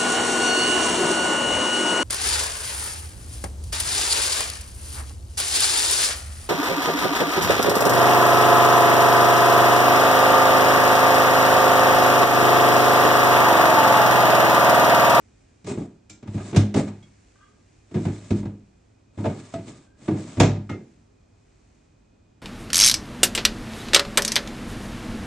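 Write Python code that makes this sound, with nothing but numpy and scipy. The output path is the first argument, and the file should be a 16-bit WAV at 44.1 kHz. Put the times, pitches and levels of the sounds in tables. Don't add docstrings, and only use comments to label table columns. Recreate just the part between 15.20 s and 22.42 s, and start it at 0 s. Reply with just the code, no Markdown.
import sys
import numpy as np
from scipy import signal
from scipy.fft import rfft, irfft, next_fast_len
from scipy.io import wavfile

SR = 44100
rng = np.random.default_rng(int(sys.argv[2]) if len(sys.argv) > 2 else 0)


def int16_out(signal):
    q = np.round(np.clip(np.atleast_2d(signal).T, -1, 1) * 32767)
    wavfile.write(sys.argv[1], SR, q.astype(np.int16))


N = 318327

# frequency in Hz, left-right likeness (1 is identical).
LIKENESS = [(160, 1), (220, 1), (370, 0.99), (700, 0.55), (1050, 0.38), (1700, 1), (2800, 0.46),
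            (4400, 0.48), (7000, 0.41), (10000, 0.97)]


def gain_of(db):
    return 10 ** (np.asarray(db) / 20)


def evened(x):
    return x / np.sqrt(np.mean(x ** 2) + 1e-20)


def read(points, hz):
    f, value = np.transpose(points)
    return np.interp(np.log(hz + 1), np.log(f + 1), value)


def add(mix, s, sound):
    part = mix[:, round(s * SR):][:, :sound.shape[-1]]
    part += sound[..., :part.shape[1]]


def ports(pair, hz, likeness=LIKENESS):
    same = np.clip(read(likeness, hz), -1, 1)
    mid = pair[0] * np.sqrt((1 + same) / 2)
    side = pair[1] * np.sqrt((1 - same) / 2)
    return np.array([mid + side, mid - side])


def noise(spectrum, grain_db=0, likeness=LIKENESS):
    size = next_fast_len(N, True)
    hz = np.fft.rfftfreq(size, 1 / SR)
    white = rng.standard_normal((2, size))
    grain = np.repeat(rng.standard_normal(size // 32 + 1), 32)[:size]
    impacts = rfft(white * gain_of(grain_db * grain))
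    coloured = ports(impacts, hz, likeness) * gain_of(read(spectrum, hz))
    return evened(irfft(coloured, size)[:, :N])


def knocks(count=2):
    # start in seconds, carcass thud, large panels, small panels and clack in dB (trimmed in blow),
    # treble slope in dB per octave, rebound level in dB relative to the blow,
    # ring time factor (under 1 where a hand damps the wood).
    blows = [(0.442, -43, -38, -38.5, -56, -0.5, -9, 1), (0.47, -54, -34, -32, -41, -20, 3, 1),
             (0.482, -55, -42, -38, -50, -4.5, -12, .8), (0.509, -52, -30, -31, -42, -6, -11, .9),
             (0.573, -42, -31, -32, -43.5, -11, -14, 1), (0.614, -48, -40, -40, -49, -10, -14, .8),
             (0.896, -49.5, -55, -54, -58, 4.5, -5, 1), (1.025, -50, -38, -40, -52.5, -5, -2.5, 1),
             (1.073, -32.5, -39, -43, -46.5, -6, -11, 1), (1.141, -27, -25.5, -31, -47.5, -5.5, -23, .9),
             (1.175, -36, -39, -40, -41.5, -8, -16, .7), (1.202, -36, -34, -37, -48, -6, -8, .9),
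             (1.327, -38, -24, -21.5, -39, -7.5, -17, 1), (1.344, -40, -23, -18, -34.5, -6.5, -13, 1),
             (1.36, -11.5, -18, -15.5, -27, -1.5, -8, .9), (1.54, -31, -25, -22.5, -33, -3, -16, 1),
             (1.563, -37, -25, -24, -31.5, -7.5, -9, 1), (1.593, -38, -23, -23, -38.5, -9, -9.5, .9),
             (1.675, -39, -48, -46, -43, -6.5, -4, 1), (1.826, -50, -60, -60, -65, 0, -8, 1),
             (2.71, -49, -40, -40, -54, -6, -6, 1), (2.741, -31, -22, -21.5, -39, -6.5, -15, 1),
             (2.76, -36, -24, -24, -43, -9.5, -20, .9), (2.779, -42, -32, -32, -45, -10, -18, .8),
             (2.85, -25, -24, -25.5, -35.5, -8.5, -14.5, 1.05), (2.882, -29, -29, -33, -45, -8, -27, 1),
             (3.104, -21, -18, -17.5, -37, -4.2, -18, 1), (3.138, -33, -29, -28, -52, -6, -18, .9),
             (3.189, -43, -44, -44, -54, -6, -9, 1), (3.227, -44, -36, -35, -46.5, -12, -14, .7),
             (3.252, -30.5, -32.5, -31, -43.5, -8, -15, .9), (3.974, -30, -33.5, -33.5, -46, -9, -12, 1),
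             (3.983, -39, -32, -31, -41.5, -14, -1, 1), (4.04, -60, -29, -26, -34.5, -9.5, -14, 1),
             (4.053, -27, -26, -24, -31, -8.5, -8, 1), (4.096, -32, -38, -31, -41, -9, -14, 1),
             (4.337, -42, -30, -30, -40.5, -4.5, -10.5, .9), (4.383, -39, -35, -39, -50, -7, -20, .8),
             (4.879, -35, -22.5, -19.5, -32, -9.5, -20, .9), (4.908, -30, -23.5, -24, -43, -7.5, -14, .9),
             (4.942, -52, -33, -31, -41.5, -16, -8, .9), (4.968, -48, -38, -30, -45, -12, -14, 1),
             (5.169, -26, -22.5, -21.5, -39.5, -7, -26, 1), (5.198, -17.5, -11.5, -10, -18, -2.7, -8, 1.03),
             (5.229, -30, -30, -29, -29, -3.5, -9, 1.1), (5.494, -36, -30, -29, -38, -6, -13, .8),
             (5.512, -31, -33.5, -32, -50, -4, -14.5, .45), (5.543, -50, -35, -31, -53, -8, -26, .5)]
    first_gap_s, gap_shrink, gap_scatter, loss_db = .03, .85, .12, -7.5
    hard_db, ring_gain_per_db, rebound_ring = -15.5, .011, 0.32
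    glance_thud_db, glance_clack_db, glance_slope_db = -12, -4.5, -2

    out = np.zeros((2, N))
    scatter = np.exp(gap_scatter * rng.uniform(-1, 1, (len(blows), count)))
    gaps = first_gap_s * gap_shrink ** np.arange(count) * scatter
    for row, delays in zip(blows, np.cumsum(gaps, axis=1)):
        s, low_db, large_db, panel_db, clack_db, slope_db, rebound_db, freedom = row
        ring = freedom * np.exp(ring_gain_per_db * (max(low_db, panel_db) - hard_db))
        add(out, s, blow(low_db, large_db, panel_db, clack_db, slope_db, ring, size=20480))
        glance = blow(low_db + glance_thud_db, large_db, panel_db, clack_db + glance_clack_db,
                      slope_db + glance_slope_db, ring * rebound_ring, size=8192)
        for k, delay in enumerate(delays):
            add(out, s + delay, gain_of(rebound_db + k * loss_db) * glance)
    return out


def blow(low_db, large_db, panel_db, clack_db, slope_db, ring, size, thud_db=-1, clatter_db=-1, box_db=-2):
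    t = np.arange(size) / SR
    treble_hz, octaves = 1050, 2.5
    treble_db = clack_db + slope_db * octaves
    force = [(190, large_db), (373, panel_db), (650, clack_db), (treble_hz, clack_db),
             (treble_hz * 2 ** octaves, treble_db)]
    boom = gain_of(low_db + thud_db) * thud(ring, t)
    rattle = gain_of(clatter_db) * clatter(force, ring, t)
    box = gain_of(box_db) * drawer_box(force, ring, t)
    release = np.minimum(np.linspace(10, 0, size), 1)
    return release * (boom + rattle + box)


def thud(ring, t, rise=.011, seconds=0.027):
    # frequency in Hz, level in dB, 60 dB decay time in s before ring.
    carcass = [(58, -20, 0.35), (102.86, -1, 0.45), (97.6, -19, 0.49), (139.5, -5.5, 0.23),
               (204.35, -7, 0.55), (306.2, -16.5, .3)]
    detune = 1 + 0.0044 * rng.standard_normal()
    modes = sum(gain_of(db - 60 * t / (t60 * ring)) * np.sin(2 * np.pi * hz * detune * t)
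                for hz, db, t60 in carcass)
    boom = modes * (1 - np.exp(-(t / rise) ** 2))
    return boom / np.sqrt(np.mean(boom[t < seconds] ** 2))


def clatter(force, ring, t, rise_cycles=1.0, touch_s=0.0026, contact=0.66, contact_s=0.016, grain_db=2):
    # centre in Hz, level in dB, 60 dB decay time in s before ring,
    # room level in dB relative to the band, room 60 dB decay time in s.
    panels = [(137, -10.5, 0.2, -12.5, 0.64), (218, -8, 0.31, -13.5, 0.66), (336, -9.5, 0.25, -6, 0.47),
              (483, -13, 0.12, -1.5, 0.38), (784, -6.5, 0.17, -6.5, 0.43), (1050, -10.5, 0.21, -10, .42),
              (1610, -7, 0.088, -4.5, 0.35), (3178, -4, 0.12, -6.5, 0.34), (4800, -7, 0.14, -8, .36),
              (6200, -2.5, 0.09, -6.5, 0.3), (8000, -10, 0.08, -9, 0.3), (9300, -18, 0.045, -18, 0.13)]
    # frequency in Hz, left minus right in dB.
    lean = [(190, 0), (340, -1.5), (620, -2.5), (1110, 2.5), (1980, -0.5), (3550, 0.6)]

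    hz = np.fft.rfftfreq(len(t), 1 / SR)
    centres = np.array([row[0] for row in panels])
    edges = np.r_[centres[0] / 2, centres, centres[-1] * 1.35]
    chatter = gain_of(grain_db * np.repeat(rng.standard_normal(len(t) // 32), 32))
    taps = ports(rfft(rng.standard_normal((2, len(t))) * chatter), hz)
    taps = taps * gain_of(read(lean, hz) * np.array([[.5], [-.5]]))
    age = np.log(1000) * t
    hardness = 1 + contact * np.exp(-t / contact_s)
    out = np.zeros((2, len(t)))
    for (centre, db, t60, room_db, room_t60), lo, hi in zip(panels, edges, edges[2:]):
        wood, room = np.exp(-age / (t60 * ring)), gain_of(room_db) * np.exp(-age / room_t60)
        decay = np.hypot(wood, room)
        swell = 1 - np.exp(-(t / (touch_s + rise_cycles / centre)) ** 2)
        band = irfft(taps * np.interp(hz, [lo, centre, hi], [0, 1, 0])) * decay * swell * hardness
        attack = band[:, t < .014 + 7 / centre]
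        out += gain_of(db + read(force, centre)) * band / np.sqrt(np.mean(attack ** 2))
    return out


def drawer_box(force, ring, t):
    # frequency in Hz, level in dB, 60 dB decay time in s before ring.
    box_modes = [(339, -13.5, 0.4), (460, -16, 0.099), (592, -9.5, 0.37), (636, -15.5, 0.3),
                 (710, -12.5, 0.17), (948, -21.5, 0.28), (1049, -17.5, 0.14), (1222, -17, 0.36),
                 (1280, -20.5, 0.27), (2130, -16, 0.25), (2490, -23.5, 0.16), (2450, -18, 0.12),
                 (6455, -21.5, .23)]
    scatter_db, detune = 1.5, 0.0058
    out = np.zeros((2, len(t)))
    for hz, db, t60 in box_modes:
        phases = np.exp(2j * np.pi * rng.random((2, 1)))
        luck, shift = rng.uniform(-1, 1, 2)
        tone = (ports(phases, hz) * np.exp(2j * np.pi * hz * (1 + detune * shift) * t)).imag
        level_db = db + scatter_db * luck + read(force, hz)
        out += np.sqrt(2) * gain_of(level_db - 60 * t / (t60 * ring)) * tone
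    return out * (1 - np.exp(-t / 0.0026))


def ringing_parts(width_hz=60, rise_cycles=0.96):
    # start in seconds, part, level in dB, pitch factor, rattle from 0 to 1.
    rings = [(0.478, "thin panel", -30.5, 1.28, .36), (0.493, "handle", -50.5, 1.12, .4),
             (0.577, "back panel", -30, 1.2, .3), (0.896, "handle", -54.5, 1.05, 0.7),
             (0.9, "thin panel", -54.5, 1.01, .3), (1.2, "dry runner", -43.5, 1.02, 0.7),
             (2.156, "dry runner", -60, .97, .9), (1.362, "handle", -47.5, 1.24, 0.6),
             (1.366, "back panel", -17.5, 1.025, 0.1), (1.356, "thin panel", -24, 1, .5),
             (1.372, "side wall", -22, 1, .1), (1.546, "drawer bottom", -29, .88, 0.6),
             (1.594, "drawer bottom", -32, .92, 0.9), (1.826, "handle pivot", -55.5, 1.01, 0.7),
             (2.754, "back panel", -25, 1.03, 0.2), (2.856, "back panel", -22.5, 1.07, 0.4),
             (3.107, "thin panel", -26.5, 0.95, .36), (3.106, "frame", -34, 0.95, .36),
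             (3.116, "back panel", -26, 0.75, 0.2), (4.048, "drawer bottom", -25, 0.98, .36),
             (4.339, "runner stop", -27, 1.036, .45), (4.883, "thin panel", -21.5, 1.01, .36),
             (4.881, "dry runner", -41, .98, .4), (5.215, "side wall", -24, 1, .1),
             (5.203, "frame", -25.5, 1.05, .36), (5.202, "drawer bottom", -19, 1.02, .36),
             (5.201, "handle", -41, 1.04, .9), (5.493, "loose fitting", -41.5, 1.01, .25),
             (5.527, "loose fitting", -45.5, 0.99, 0.1)]
    parts = {"frame": [(53.6, -0.5, 0.49)], "side wall": [(102.5, 0, .85), (204, -5, .7)],
             "dry runner": [(590, -7, .07), (1210, 0, .11), (1580, -1, .06)],
             "back panel": [(140.4, 2, 0.18)], "thin panel": [(311.5, 1.5, .38)],
             "drawer bottom": [(463, -2.5, 0.22), (576, -3.5, 0.19), (643, 0.5, 0.17), (703, -4, 0.18),
             (892, -5, 0.13), (1075, -13, 0.089)], "runner stop": [(300, -9, .15), (585, -11, .13),
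             (643, -0.5, 0.21), (684, -11, .14), (1240, -20, 0.13), (1900, -23, 0.11), (7700, -24.5, 0.13)],
             "handle": [(1330, -9.5, 0.38), (2225, 2.5, 0.2), (2280, -10.5, .24), (5100, -6, 0.16),
             (6115, -9, .23), (6760, -2, 0.26), (7150, -4, .25), (7200, -0.5, 0.28)],
             "handle pivot": [(2180, -6, 0.21), (3280, -1, 0.16)], "loose fitting": [(1265, 4.5, 0.093),
             (1390, -3, 0.13), (1750, -10, 0.11), (1900, -6.5, 0.15), (2114, -1.5, 0.23), (2654, -10, 0.14),
             (2850, -12, 0.11)]}
    out, t = np.zeros((2, N)), np.arange(SR // 2) / SR
    for s, part, part_db, pitch, rattle in rings:
        for mode_hz, db, t60 in parts[part]:
            hz = mode_hz * pitch
            pole = np.exp(-np.pi * width_hz * (hz / 2000) / SR)
            white = rng.standard_normal((2, 2, len(t)))
            buzz = evened(signal.lfilter([1], [1, -2 * pole, pole ** 2], white))
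            blur = rattle * hz / (hz + 1000)
            swing = (1 + blur * (buzz[0] + 1j * buzz[1])) / np.sqrt(1 + 2 * blur ** 2)
            onset = 1 - np.exp(-t * hz / rise_cycles)
            tone = (swing * np.exp(2j * np.pi * hz * t)).imag * onset
            add(out, s, np.sqrt(2) * gain_of(part_db + db - 60 * t / t60) * tone)
    return out


def slides(judder_db=2.4, judder_hz=35):
    # start in seconds, end of the push in seconds, hiss in dB, rumble in dB before a 7 dB cut.
    strokes = [(0.46, 0.498, -41.5, -38.5), (0.57, 0.59, -57, -20), (1.05, 1.373, -51.5, -39),
               (1.553, 1.583, -39, -15.5), (2.66, 3.194, -52, -43.5), (3.917, 4.373, -52.5, -46.5),
               (4.41, 4.58, -54.5, -40.5), (4.763, 5.18, -49, -37.5)]
    # frequency in Hz, density in dB per Hz.
    runner = [(350, -51), (600, 2), (759, -7), (1200, -4.5), (1460, -10), (2360, -10), (2640, -11.5),
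              (5350, -13.5), (7740, -8.5), (9790, -23), (11100, -55.5), (11500, -54.5), (15000, -70),
              (22000, -120)]
    # frequency in Hz, density in dB per Hz.
    rumble = [(40, -16.5), (75, -31), (105, 3.5), (170, -1.5), (280, -0.5), (400, -6.5), (600, -16.5),
              (1100, -31.5), (3000, -87.5)]
    hiss_fall, rumble_fall = 162, 189.5

    beats = np.arange(0, N / SR + 1, 1 / judder_hz)
    judder = np.interp(np.arange(N) / SR, beats, rng.standard_normal(len(beats)))
    hiss = sum(gain_of(db) * stroke(start, end, hiss_fall) for start, end, db, _ in strokes)
    shake = sum(gain_of(db) * stroke(start, end, rumble_fall) for start, end, _, db in strokes)
    hiss = hiss * gain_of(0.99 * judder_db * judder)
    shake = shake * gain_of(judder_db * judder - 7)
    return hiss * noise(runner, grain_db=2) + shake * noise(rumble, grain_db=2.5)


def stroke(start, end, fall_db_per_s):
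    t = np.arange(N) / SR
    speed_up_s = 0.33 * (end - start)
    gather = np.clip((t - start) / speed_up_s, 0, 1) ** 1.15
    return gather * gain_of(-fall_db_per_s * np.maximum(t - end, 0))


def creaks(uneven=0.69, slip_db=4, count=40, slips_per_s=69):
    # start in seconds, length in seconds, level in dB.
    creak_times = [(0.454, 0.095, -53), (1.14, 0.13, -56), (2.741, 0.059, -53), (4.43, 0.17, -62)]
    # frequency in Hz, level in dB, 60 dB decay time in seconds.
    creak_modes = [(650, -1, .05), (875, -11, .04), (1185, 3, 0.08), (1624, -2.5, .05), (2570, -2, 0.049)]
    out, t = np.zeros((2, N)), np.arange(4096) / SR
    onset = 1 - np.exp(-t / 0.0011)
    for start, length, level_db in creak_times:
        times = np.cumsum(np.exp(uneven * rng.standard_normal(count))) / slips_per_s
        sizes = gain_of(level_db + slip_db * rng.standard_normal(count))
        phases = np.exp(2j * np.pi * rng.random((count, len(creak_modes), 2, 1)))
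        for s, size, turns in zip(times[times < length], sizes, phases):
            slip = sum(gain_of(db - 60 * t / t60) * (ports(turn, hz) * np.exp(2j * np.pi * hz * t)).imag
                       for (hz, db, t60), turn in zip(creak_modes, turns))
            swell = np.sin(np.pi * s / length)
            add(out, start + s, size * swell * slip * onset)
    return out


def squeaks(width_hz=90, rise_power=.6, flutter_db=3.5):
    # start, swell and fade in seconds, pitch in Hz, glide in Hz per second, level in dB,
    # upper tones in dB.
    squeak_rows = [(2.178, .065, .065, 1200, 0, -58, 0), (4.645, .045, .12, 1535, 550, -68.5, -14)]
    # multiple of the squeak's pitch, level in dB.
    tones = [(1, 0), (1.31, -4), (1.68, -18), (2.41, -19), (2.72, -15)]
    out, t = np.zeros((2, N)), np.arange(SR // 2) / SR
    pole = np.exp(-np.pi * width_hz / SR)
    catches = np.arange(0, .5, .011)
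    for start, swell_s, fade_s, hz, glide, level_db, upper_db in squeak_rows:
        pressure = np.minimum(t / swell_s, 1) ** rise_power * np.exp(-np.maximum(t - swell_s, 0) / fade_s)
        flutter = gain_of(flutter_db * np.interp(t, catches, rng.uniform(-1, 1, len(catches))))
        turns = hz * t + glide * t ** 2 / 2
        for multiple, db in tones:
            white = rng.standard_normal((2, 2, len(t)))
            a, b = evened(signal.lfilter([1], [1, -2 * pole, pole ** 2], white))
            tone = (ports(a + 1j * b, hz * multiple) * np.exp(2j * np.pi * multiple * turns)).imag
            add(out, start, gain_of(level_db + db + upper_db * (multiple > 1)) * pressure * flutter * tone)
    return out


def woody(x, depth_db=2.5, spacing_hz=65, above_hz=800, count=400, size=8192):
    hz = abs(np.fft.fftfreq(size, 1 / SR))
    ripple = np.interp(hz, spacing_hz * np.arange(count), rng.standard_normal(count))
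    log_gain = np.log(gain_of(depth_db * ripple * hz ** 2 / (hz ** 2 + above_hz ** 2)))
    spectrum = np.exp(np.conj(signal.hilbert(log_gain)))
    response = np.fft.ifft(spectrum).real[:size // 2]
    return signal.oaconvolve(x, response[None] / np.linalg.norm(response))[:, :N]


def background():
    # middle and half length in seconds, level in dB.
    rustles = [(0.056, 0.42, -69), (1.995, 0.3, -66.5), (2.603, 0.13, -72), (3.401, 0.33, -74.5),
               (5.598, 0.17, -69.5), (6.45, 0.21, -71)]
    # frequency in Hz, density in dB per Hz.
    air_colour = [(15, -33.5), (25, -16), (43, -2), (102, -4), (163, -10), (272, -8.5), (389, -12.5),
                  (420, -9), (454, -21), (490, -16), (1060, -24.5), (2470, -34.5), (3110, -34.5),
                  (7630, -36.5), (11500, -63), (15000, -70), (22000, -120)]
    # frequency in Hz, left-right likeness.
    air_likeness = [(50, 1), (100, 1), (155, .93), (220, .88), (370, -0.16), (700, -0.0076), (1050, -.25),
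                    (1650, 0.42), (2800, 0.68), (4400, 0.44), (7000, 0.15), (11000, .6)]
    cloth_colour = [(200, -25.5), (900, -2.5), (2300, 0), (3500, -8), (7200, -2.0), (8500, -8.0),
                    (10500, -25.0), (14000, -59.5)]
    whine_colour = [(2200, -60), (2370, -8), (2470, 0), (2580, -8), (2750, -60)]  # (Hz, dB per Hz)
    air_db, hum_db, whine_db = -58.5, -66, -81.5
    hum_hz = 102.3

    t = np.arange(N) / SR
    brushing = sum(gain_of(db) / np.hypot(1, ((t - middle) / half) ** 2) for middle, half, db in rustles)
    cloth = brushing * noise(cloth_colour, grain_db=1.5, likeness=air_likeness)
    hum = np.sqrt(2) * gain_of(hum_db) * np.sin(2 * np.pi * hum_hz * t)
    whine = gain_of(whine_db) * noise(whine_colour)
    lean = gain_of(-1.3 * np.array([[.5], [-.5]]))
    air = lean * gain_of(air_db) * noise(air_colour, likeness=air_likeness)
    return air + hum + whine + cloth


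def scene():
    return woody(knocks() + slides()) + ringing_parts() + creaks() + squeaks() + background()


def record(dry, edge_hz=11700):
    rounded = dry / (1 + dry ** 8) ** (1 / 8)
    low_pass = signal.firwin(255, edge_hz, window=("kaiser", 9), fs=SR)
    return signal.oaconvolve(rounded, low_pass[None], "same")


dry = scene()
out = record(dry)
int16_out(out)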